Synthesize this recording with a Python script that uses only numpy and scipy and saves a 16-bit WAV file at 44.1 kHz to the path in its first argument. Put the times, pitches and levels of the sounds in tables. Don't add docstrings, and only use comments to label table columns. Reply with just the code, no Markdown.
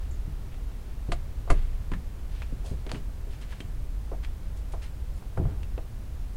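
import sys
import numpy as np
from scipy import signal
from scipy.fft import rfft, irfft
from scipy.io import wavfile
from scipy.ndimage import uniform_filter1d

SR = 44100
rng = np.random.default_rng(int(sys.argv[2]) if len(sys.argv) > 2 else 0)


def wav_out(sig):
    wavfile.write(sys.argv[1], SR, np.round(np.clip(np.atleast_2d(sig).T, -1, 1) * 32767).astype(np.int16))


N = 280652
HZ = np.fft.rfftfreq(8192, 1 / SR)

# f/Hz, relative level/dB
AIR_SPECTRUM = [(10, -5.5), (25, -1), (45, 0.5), (66, -4.5), (90, -13), (124, -15.5), (160, -24.5),
                (220, -26), (300, -31), (500, -35), (1000, -41), (3000, -49), (6000, -53.5), (15500, -57)]
# f/Hz, t60/s
ECHO_DECAY = [(150, 0.31), (600, 0.13), (2500, 0.15), (10000, 0.064)]
# f/Hz, relative level/dB, t60/s
JOIST_MODES = [(14.1, -41, 1), (26.14, -1, 1), (41.4, 0, 0.28), (82.6, -1.5, 0.53), (99, 1.5, 0.14),
               (121.9, 2.5, 0.39), (144.5, 4.5, 0.21), (187, -2, 0.18)]
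# f/Hz, width/Hz, relative level/dB
BOARD_MODES = [(306, 15, 13.5), (367, 9.5, 19), (422, 38, 16), (669, 28, 17), (1023, 52, 9), (1200, 35, 15),
               (1425, 19, -2), (1720, 30, -4), (1650, 25, 4), (2020, 25, 13), (2150, 25, 10), (2240, 60, 1),
               (2660, 19, 5), (4510, 150, 13), (7200, 120, 18)]
# f/Hz, relative level/dB
RUBBER_COLOUR = [(100, 15.5), (2000, 5.5), (3300, 5.5), (5500, 1.5), (7500, 3.5), (10300, 6), (11500, -7),
                 (16000, -9)]
# t/s, level/dB, contact time/s
WEIGHT_DROPS = [(.278, -39, 0.0018), (1.089, -37.5, 0.0018), (1.120, -23.5, 0.012), (1.508, -11.5, 0.016),
                (1.935, -37.5, .003), (2.526, -42, .0015), (2.714, -37.5, 0.00092), (2.937, -38, .001),
                (5.382, -26.5, 0.0058), (5.396, -32.5, 0.0056), (5.446, -24.5, .013)]
# t/s, level/dB, high edge/Hz, decay/s
SOLE_SCUFFS = [(0, -59, 3800, 0.036), (0.504, -57.5, 2800, 0.032), (1.44, -55, 3000, .14),
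               (2.275, -55.5, 4200, .1), (2.629, -51.5, 7700, 0.046), (2.905, -51, 5940, .04),
               (3.29, -54, 4200, .042), (3.402, -51.5, 4400, .023), (3.473, -52, 4000, .045),
               (3.579, -60, 8400, .03), (4.226, -47.5, 3460, .014), (4.557, -57.5, 7600, .022),
               (4.815, -46.5, 4430, 0.023), (5.127, -62, 10700, 0.046), (5.40, -50, 1040, 0.09)]
# t/s, level/dB, plank pitch/Hz, decay/s
SOLE_KNOCKS = [(.274, -47, 200, 0.016), (1.084, -35, 340, 0.012), (1.12, -35.5, 334, 0.013),
               (1.475, -39.5, 700, 0.0074), (1.493, -36.5, 520, 0.011), (1.505, -26.5, 490, .013),
               (1.506, -30, 136, 0.021), (1.913, -30.5, 166, 0.023), (2.521, -37.5, 233.5, 0.015),
               (2.635, -46.5, 546, 0.046), (2.712, -42, 390, 0.023), (2.861, -38.5, 366, 0.015),
               (2.912, -39.5, 490, 0.023), (2.941, -37, 210, .026), (3.266, -47.5, 370, 0.023),
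               (3.602, -35, 260, 0.0051), (4.114, -36, 560, 0.019), (4.734, -38, 680, 0.015),
               (5.224, -48.5, 770, .006), (5.37, -34.5, 497, 0.019), (5.385, -33, 355, 0.03),
               (5.38, -26, 95, .11), (5.451, -39.5, 660, 0.0062), (5.476, -39, 210, 0.017),
               (5.775, -35, 495, 0.011)]
# t/s, level/dB, low edge/Hz, high edge/Hz, air pocket pitch/Hz, decay/s
SOLE_SLAPS = [(1.1172, -26, 336, 3780, 710, 0.0081), (1.4993, -20.5, 404, 2260, 1450, .0095),
              (1.9146, -37, 480, 2420, 1020, 0.0069), (1.9333, -37, 550, 2350, 1750, 0.0073),
              (2.4171, -39.5, 710, 2660, 2500, 0.008), (2.863, -44.5, 580, 4200, 2180, 0.0073),
              (2.890, -41, 560, 3600, 990, 0.01), (2.9153, -31.5, 750, 5000, 4460, 0.0025),
              (2.94, -42.5, 640, 2400, 2930, 0.017), (3.5215, -44, 1100, 2000, 1680, 0.0085),
              (3.6027, -38, 2600, 2400, 3150, 0.0044), (4.2465, -40, 1700, 3400, 2300, 0.0041),
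              (4.718, -51.5, 2000, 10000, 2300, 0.014), (5.3704, -37.5, 800, 930, 1450, 0.01),
              (5.63, -46, 1000, 4400, 2680, 0.0047), (5.7765, -47.5, 2600, 2000, 2620, 0.0055)]


def amp(db):
    return 10 ** (np.asarray(db) / 20)


def unit_rms(x):
    return x / np.sqrt(np.mean(x ** 2) + 1e-20)


def curve_at(points, hz):
    f, value = np.transpose(points)
    return np.interp(np.log(hz + 1), np.log(f + 1), value)


def add(mix, start, sound):
    part = mix[max(round(start * SR), 0):][:len(sound)]
    part += sound[:len(part)]


def resonance(hz, width, db):
    return amp(db) ** 2 / (1 + (2 * (HZ - hz) / width) ** 2)


def contact_eq(low_hz, high_hz, order):
    low_cut = (1 + (low_hz / (HZ + 1)) ** 4) ** -.5
    high_cut = (1 + (HZ / high_hz) ** (2 * order)) ** -.5
    return low_cut * high_cut


def board_eq():
    return np.sqrt(1 + sum(resonance(*mode) for mode in BOARD_MODES))


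def ring(drive, eq):
    log_gain = np.log(np.maximum(eq / eq.max(), 1e-5))
    mirrored = np.concatenate([log_gain, log_gain[-2:0:-1]])
    response = np.exp(np.conj(signal.hilbert(mirrored)))
    taps = np.fft.ifft(response).real[:len(HZ)]
    return signal.fftconvolve(drive, taps / np.linalg.norm(taps))


def envelope(attack, decay):
    t = np.arange(SR // 2) / SR
    return np.minimum(t / attack, 1) * np.exp(-np.maximum(t - attack, 0) / decay)


def impact(attack, decay):
    shape = envelope(attack, decay)
    burst = shape * rng.standard_normal(len(shape))
    white = irfft(np.exp(1j * np.angle(rfft(burst))))
    local_power = abs(uniform_filter1d(white ** 2, size=200))
    return shape * white / np.sqrt(local_power + 1e-14)


def outdoor_air(level_db=-32.5, fade_db=0.5):
    hz = np.fft.rfftfreq(N, 1 / SR)
    phases = np.exp(2j * np.pi * rng.random(len(hz)))
    bed = unit_rms(irfft(phases * amp(curve_at(AIR_SPECTRUM, hz)), N))
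    mids = signal.sosfiltfilt(signal.butter(2, [300, 5000], "band", fs=SR, output="sos"), bed)
    fader = amp(np.linspace(fade_db, -fade_db, N))
    return amp(level_db) * (bed + mids * (fader - 1))


def bird_chirp(start=0.108, level_db=-56, glide_hz=(7200, 6700), glide_s=0.055, rasp=0.85, width_hz=1100):
    out, shape = np.zeros(N), envelope(attack=0.005, decay=0.028)
    pitch = np.interp(np.arange(len(shape)) / SR, [0, glide_s], glide_hz)
    tone = np.sin(2 * np.pi * np.cumsum(pitch) / SR)
    lowpass = signal.butter(3, width_hz / 2, fs=SR, output="sos")
    flutter = unit_rms(signal.sosfilt(lowpass, rng.standard_normal(len(shape))))
    voice = unit_rms((1 - rasp + rasp * flutter) * tone)
    add(out, start, amp(level_db) * shape * voice)
    return out


def deck_echoes(send, predelay_s=0.0066):
    hz, t, noise = signal.stft(rng.standard_normal(SR // 2), SR, nperseg=256)
    fade = 1000 ** (-t / curve_at(ECHO_DECAY, hz)[:, None])
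    _, tail = signal.istft(noise * fade, SR, nperseg=256)
    out = np.zeros(N)
    add(out, predelay_s, signal.fftconvolve(send, tail / np.linalg.norm(tail)))
    return out


def joist_thumps():
    out, t = np.zeros(N), np.arange(SR) / SR
    sway = sum(amp(db) * 1000 ** (-t / t60) * np.sin(2 * np.pi * hz * t) for hz, db, t60 in JOIST_MODES)
    for start, db, contact in WEIGHT_DROPS:
        push = np.sin(np.pi * np.minimum(t / contact, 1))
        add(out, start - contact / 2, -amp(db) * signal.fftconvolve(sway, push / push.sum()))
    return out


def sole_scuffs(clump_db=3.0):
    out, rubber = np.zeros(N), amp(curve_at(RUBBER_COLOUR, HZ))
    for start, db, high_hz, decay in SOLE_SCUFFS:
        shape = envelope(attack=0.85 * decay, decay=decay)
        grains, grip = rng.standard_normal((2, len(shape)))
        clumps = amp(clump_db * unit_rms(uniform_filter1d(grip, size=130)))
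        contact = contact_eq(0.33 * high_hz, high_hz, order=2.03)
        add(out, start, amp(db) * ring(shape * unit_rms(grains * clumps), rubber * contact))
    return out


def sole_knocks(plank_q=11.0, ringing=0.28):
    out, boards = np.zeros(N), board_eq() ** ringing
    for start, db, plank_hz, decay in SOLE_KNOCKS:
        plank = np.sqrt(1.5 + resonance(plank_hz, plank_hz / plank_q, db=2.5))
        contact = contact_eq(0.63 * plank_hz, 1.26 * plank_hz, order=3.22)
        hit = impact(attack=0.24 * decay, decay=decay)
        add(out, start, amp(db) * ring(hit, plank * boards * contact))
    return out


def sole_slaps(order=2.45, pocket_q=24.0, hard_db=-25.5, hard_ringing=0.78, ringing_per_db=0.34,
               fizz_offset_db=-12, fizz_growth=1.316):
    out, rubber = np.zeros(N), amp(curve_at(RUBBER_COLOUR, HZ))
    fizz_eq = rubber * contact_eq(low_hz=4800, high_hz=8000, order=order)
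    for start, db, low_hz, high_hz, pocket_hz, decay in SOLE_SLAPS:
        attack = 0.43 * decay
        ringing = np.clip(hard_ringing + ringing_per_db * (db - hard_db), 0, 1)
        pocket = np.sqrt(2.5 + resonance(pocket_hz, pocket_hz / pocket_q, db=13.5))
        smack_eq = rubber * pocket * board_eq() ** ringing * contact_eq(low_hz, high_hz, order)
        add(out, start, amp(db) * ring(impact(attack, decay), smack_eq))
        fizz = ring(impact(attack, decay=0.014), fizz_eq)
        add(out, start, amp(fizz_offset_db + fizz_growth * db) * fizz)
    return out


def scene(slap_send_db=-14, step_send_db=-11):
    slaps = sole_slaps()
    steps = sole_knocks() + sole_scuffs()
    echoes = deck_echoes(amp(slap_send_db) * slaps + amp(step_send_db) * steps)
    return (slaps + steps + echoes + joist_thumps() + bird_chirp() + outdoor_air())[None]


def record(dry, cutoff_hz=15900):
    lowpass = signal.firwin(511, cutoff_hz, window=("kaiser", 9), fs=SR)
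    return signal.oaconvolve(dry, lowpass[None], "same")


dry = scene()
out = record(dry)
wav_out(out)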